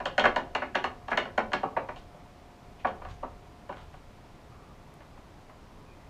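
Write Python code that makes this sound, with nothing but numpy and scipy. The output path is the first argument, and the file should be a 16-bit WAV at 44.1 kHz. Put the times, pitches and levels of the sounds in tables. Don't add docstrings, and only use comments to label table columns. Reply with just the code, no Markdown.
import sys
import numpy as np
from scipy import signal
from scipy.fft import rfft, irfft
from scipy.io import wavfile
from scipy.ndimage import uniform_filter1d

SR = 44100
rng = np.random.default_rng(int(sys.argv[2]) if len(sys.argv) > 2 else 0)


def pcm_store(signal):
    levels = np.round(np.clip(np.atleast_2d(signal), -1, 1) * 32767)
    wavfile.write(sys.argv[1], SR, levels.astype(np.int16).T)


N = 268569


def undb(db):
    return 10 ** (np.asarray(db) / 20)


def unit(x):
    return x / np.sqrt(np.mean(x ** 2))


def band(x, hz, width_hz):
    b, a = signal.iirpeak(hz, hz / width_hz, fs=SR)
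    return signal.lfilter(b, a, x)


def curve(rows):
    return np.interp(np.arange(N) / SR, *np.transpose(rows))


def walk(rate_hz):
    hold = int(SR / rate_hz)
    steps = np.repeat(rng.standard_normal(N // hold + 1), hold)
    smooth = uniform_filter1d(uniform_filter1d(steps, hold), hold)
    return unit(smooth[:N])


def add(out, s, x):
    i = int(s * SR)
    out[i:i + len(x)] += x


def knocks():
    # hinge cup/dB, hinge arm/dB
    blows = [(0.001, -25, -5, -18), (0.055, -21, 0.5, -4), (0.179, -13, -0.5, -8.5),
             (0.195, -16.5, -31, -5), (0.239, -14.5, 0.5, -16), (0.253, -11, -1.5, -12),
             (0.36, -15.5, -5, -10), (0.549, -18.5, -1.5, -6.5), (0.619, -21, -3, -27),
             (0.746, -31, 6, -20), (0.752, -15.5, -2, -9), (0.84, -18, -2.5, -8.5),
             (1.081, -25.5, -6.5, -15), (1.115, -19, -2, -21), (1.129, -27, 5.5, -12),
             (1.173, -15.5, -0.5, -6), (1.253, -31, 0, -11.5), (1.377, -13, -4, -15),
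             (1.517, -32.5, 1, -11), (1.532, -17.5, -1, -5.5), (1.631, -16, -16, -29),
             (1.765, -16, -10.5, -36), (1.887, -26.5, -4, -20.5), (1.96, -38, -10, -5.5),
             (2.145, -42.5, -23, -26), (2.846, -14.5, -8.5, -43), (2.87, -26, -4, -17),
             (2.884, -39.5, -10, -8), (3.017, -33.5, -8.5, -25), (3.048, -33.5, -6, -15.5),
             (3.228, -22, -39, -31), (3.691, -26.5, -11, -23), (3.705, -37, -24, -16), (3.724, -44, 5, -5),
             (3.937, -40, -10, -20), (5.004, -43, -7, -14), (5.174, -45.5, -10, -16),
             (5.494, -46, -4.5, -20)]
    # f/Hz, width/Hz, level/dB (relative, multiplied by the width below)
    modes = [(252, 39, -2), (258, 80, -22.5), (367.5, 23.3, -6), (440.4, 6.3, -8.5), (542.6, 21, -3.5),
             (596, 36, 3), (666, 65, -2.5), (754.7, 46, 4.5), (808, 8.1, -4), (866, 34, -8.5),
             (923, 110, 2), (991.3, 64, 2), (950, 15, -20.5), (1143.3, 44, -1.5), (1170, 14, -27),
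             (1299, 23, 12.5), (1477, 57, 22.5), (1610, 41, -12), (1676, 60, 20), (1805, 80, 18),
             (2015, 245, 17), (2143, 65, 5), (2340, 41, -30), (2717, 82, -17), (2887, 38, -14),
             (3154, 89, -16.5), (4280, 83, -37), (4510, 280, -42), (5660, 45, -44), (6580, 450, -33)]
    edges_hz = [165, 500, 1250, 2400, 3700, 5200, 7800]
    boom_db = -14.5
    screw_db, tick_db, snap_db = -10, -16, -27.5
    swell_ms = 11.1
    soft_ms_per_db = 0.02
    scatter_db = 3.0
    dense_db, dense_t60 = -8.5, 0.092
    rattle_db, rebound_t60 = -27.5, 0.018

    t = np.arange(int(SR // 3)) / SR
    hz, width, mode_db = np.transpose(modes)
    turn = 2 * np.pi * np.outer(hz, t)
    fade = np.exp(-np.pi * np.outer(width, t))
    sines, cosines = fade * np.sin(turn), fade * np.cos(turn)
    part = np.searchsorted(edges_hz, hz) - 1
    filters = [signal.butter(3, edge, "band", fs=SR, output="sos") for edge in zip(edges_hz, edges_hz[1:])]

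    out = np.zeros(N + SR)
    for s, db, cup_db, arm_db in blows:
        scatter = rng.standard_normal(len(hz))
        phase = 2 * np.pi * rng.random(len(hz))
        noise = rng.standard_normal(len(t))
        weight = width * undb(mode_db + scatter_db * scatter)
        since_rebound = t - 0.04 * (0.22 + rng.random((3, 1)))
        rebounds = (since_rebound > 0) * undb(-60 * abs(since_rebound) / rebound_t60)
        rattle = undb(rattle_db) * np.sum(rebounds, axis=0)
        part_levels = (boom_db, 0, cup_db, arm_db, arm_db + screw_db, arm_db + tick_db)
        ring = 0
        for k, part_db in enumerate(part_levels):
            own = weight * (part == k)
            rise_s = swell_ms / edges_hz[k + 1] + soft_ms_per_db * abs(arm_db) * 1e-3
            swell = np.sin(np.pi / 2 * np.minimum(t / rise_s, 1)) ** 2
            clear = (own * np.cos(phase)) @ sines + (own * np.sin(phase)) @ cosines
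            decay = undb(-60 * np.maximum(t - rise_s, 0) / dense_t60)
            dense = signal.sosfilt(filters[k], noise * (decay + rattle))
            body = (unit(clear) + undb(dense_db) * unit(dense)) * swell
            ring = ring + undb(part_db) * body / abs(body).max()
        blow = undb(db) * (ring + snap(noise, arm_db + snap_db))
        add(out, s, echoed(blow))
    return out[:N]


def snap(noise, peak_db):
    t60, hz = 0.009, 11500.0
    fading = noise * undb(-60 * np.arange(len(noise)) / SR / t60)
    crack = band(band(fading, hz, hz), hz, hz)
    return undb(peak_db) * crack / abs(crack).max()


def cracks():
    # t/s, peak level/dB (before the echoes)
    crack_rows = [(0.7804, -65), (0.8624, -58), (1.1134, -66), (1.1288, -57), (1.3804, -48), (4.94, -52)]
    out = np.zeros(N + SR)
    for s, peak_db in crack_rows:
        add(out, s, echoed(snap(rng.standard_normal(SR // 20), peak_db)))
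    return out[:N]


def rubs():
    # t/s, length/s, level/dB (rms before the swell and fade), centre f/Hz, width/Hz
    slides = [(1.101, 0.022, -42, 1490, 1460), (1.96, 0.05, -60, 2970, 3000),
              (2.775, 0.059, -60, 2290, 1510), (3.048, .1, -55, 1050, 1200),
              (3.081, 0.052, -60.5, 3220, 2000), (3.073, 0.1, -72, 6450, 2000),
              (3.742, 0.11, -53, 935, 1020), (3.756, 0.092, -60.5, 3220, 1190),
              (3.921, 0.04, -57, 1950, 1990), (4.461, 0.3, -61, 1196, 200), (5.603, .45, -69, 1020, 200),
              (5.831, 0.13, -69, 2480, 150), (5.978, .1, -73, 1990, 200)]
    grain_db = 4.0
    out = np.zeros(N)
    for s, length, db, hz, width_hz in slides:
        n = int(length * SR)
        grain = undb(grain_db * rng.exponential(size=SR // 2))
        slips = rng.standard_normal(SR // 2) * grain
        rub = band(band(slips, hz, width_hz), hz, width_hz)[:n]
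        add(out, s, undb(db) * unit(rub) * np.hanning(n) ** .5)
    return out


def room():
    # f/Hz, t60/s
    decay_rows = [(150, 0.62), (500, 0.075), (1500, 0.21), (4000, 0.24), (10000, 0.027)]
    delay_s = 0.0059
    t = np.arange(SR // 2) / SR
    hz, t60 = np.transpose(decay_rows)
    tail = np.zeros(len(t))
    for f in 125 * 2. ** np.arange(7):
        band_t60 = np.interp(np.log(f), np.log(hz), t60)
        tail += band(rng.standard_normal(len(t)), f, f) * undb(-60 * t / band_t60)
    tail = tail * np.clip(t / delay_s - 1, 0, 1)
    return tail / np.sqrt(np.sum(tail ** 2))


def echoed(x):
    room_db = -9.5
    tail = signal.fftconvolve(x, room())
    return undb(room_db) * tail + np.pad(x, (0, len(tail) - len(x)))


def kitchen_air():
    # f/Hz, relative level per Hz/dB
    spectrum = [(12, -31), (20, 3.5), (32, -3.5), (112, -5), (370, -14), (425, -12), (462, -17),
                (546, -14.5), (828, -16), (1060, -17.5), (1570, -25), (2450, -27.5), (2730, -29.5),
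                (5040, -35), (15300, -50.5)]
    # t/s, level/dB
    bass_levels = [(0.05, -49), (0.21, -54), (0.25, -39.5), (0.4, -51.5), (2.04, -50.5), (2.62, -59.5),
                   (2.67, -53), (2.82, -58), (2.85, -47.5), (3.0, -53), (3.07, -42.5), (3.56, -56),
                   (3.98, -48), (4.27, -58), (4.36, -53), (5.98, -54.5), (6.0, -51)]
    hz, db = np.transpose(spectrum)
    f = np.fft.rfftfreq(N, 1 / SR) + 1
    gain = undb(np.interp(np.log(f), np.log(hz), db))
    air = unit(irfft(rfft(rng.standard_normal(N)) * gain, N)) * undb(-51)
    bass = signal.sosfilt(signal.butter(2, 130, fs=SR, output="sos"), air)
    return air - bass + unit(bass) * undb(curve(bass_levels))


def hum():
    # t/s, level/dB
    hum_levels = [(0, -55), (2.2, -64), (3.6, -60.5), (4.2, -68.5), (6.09, -75)]
    t = np.arange(N) / SR
    level = undb(curve(hum_levels) + walk(4))
    return np.sqrt(2) * level * np.sin(2 * np.pi * 712 * t + walk(5) / 4)


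def whine():
    # f/Hz, rms level/dB
    tones = [(6595, -97), (12645, -99), (13130, -102)]
    t = np.arange(N) / SR
    return np.sqrt(2) * sum(undb(db) * np.sin(2 * np.pi * hz * t) for hz, db in tones)


def scene():
    work = knocks() + cracks() + echoed(rubs())[:N]
    background = kitchen_air() + hum() + whine()
    return (work + background)[None]


def record(dry):
    return signal.sosfilt(signal.ellip(8, .2, 70, 15300, fs=SR, output="sos"), dry)


dry = scene()
out = record(dry)
pcm_store(out)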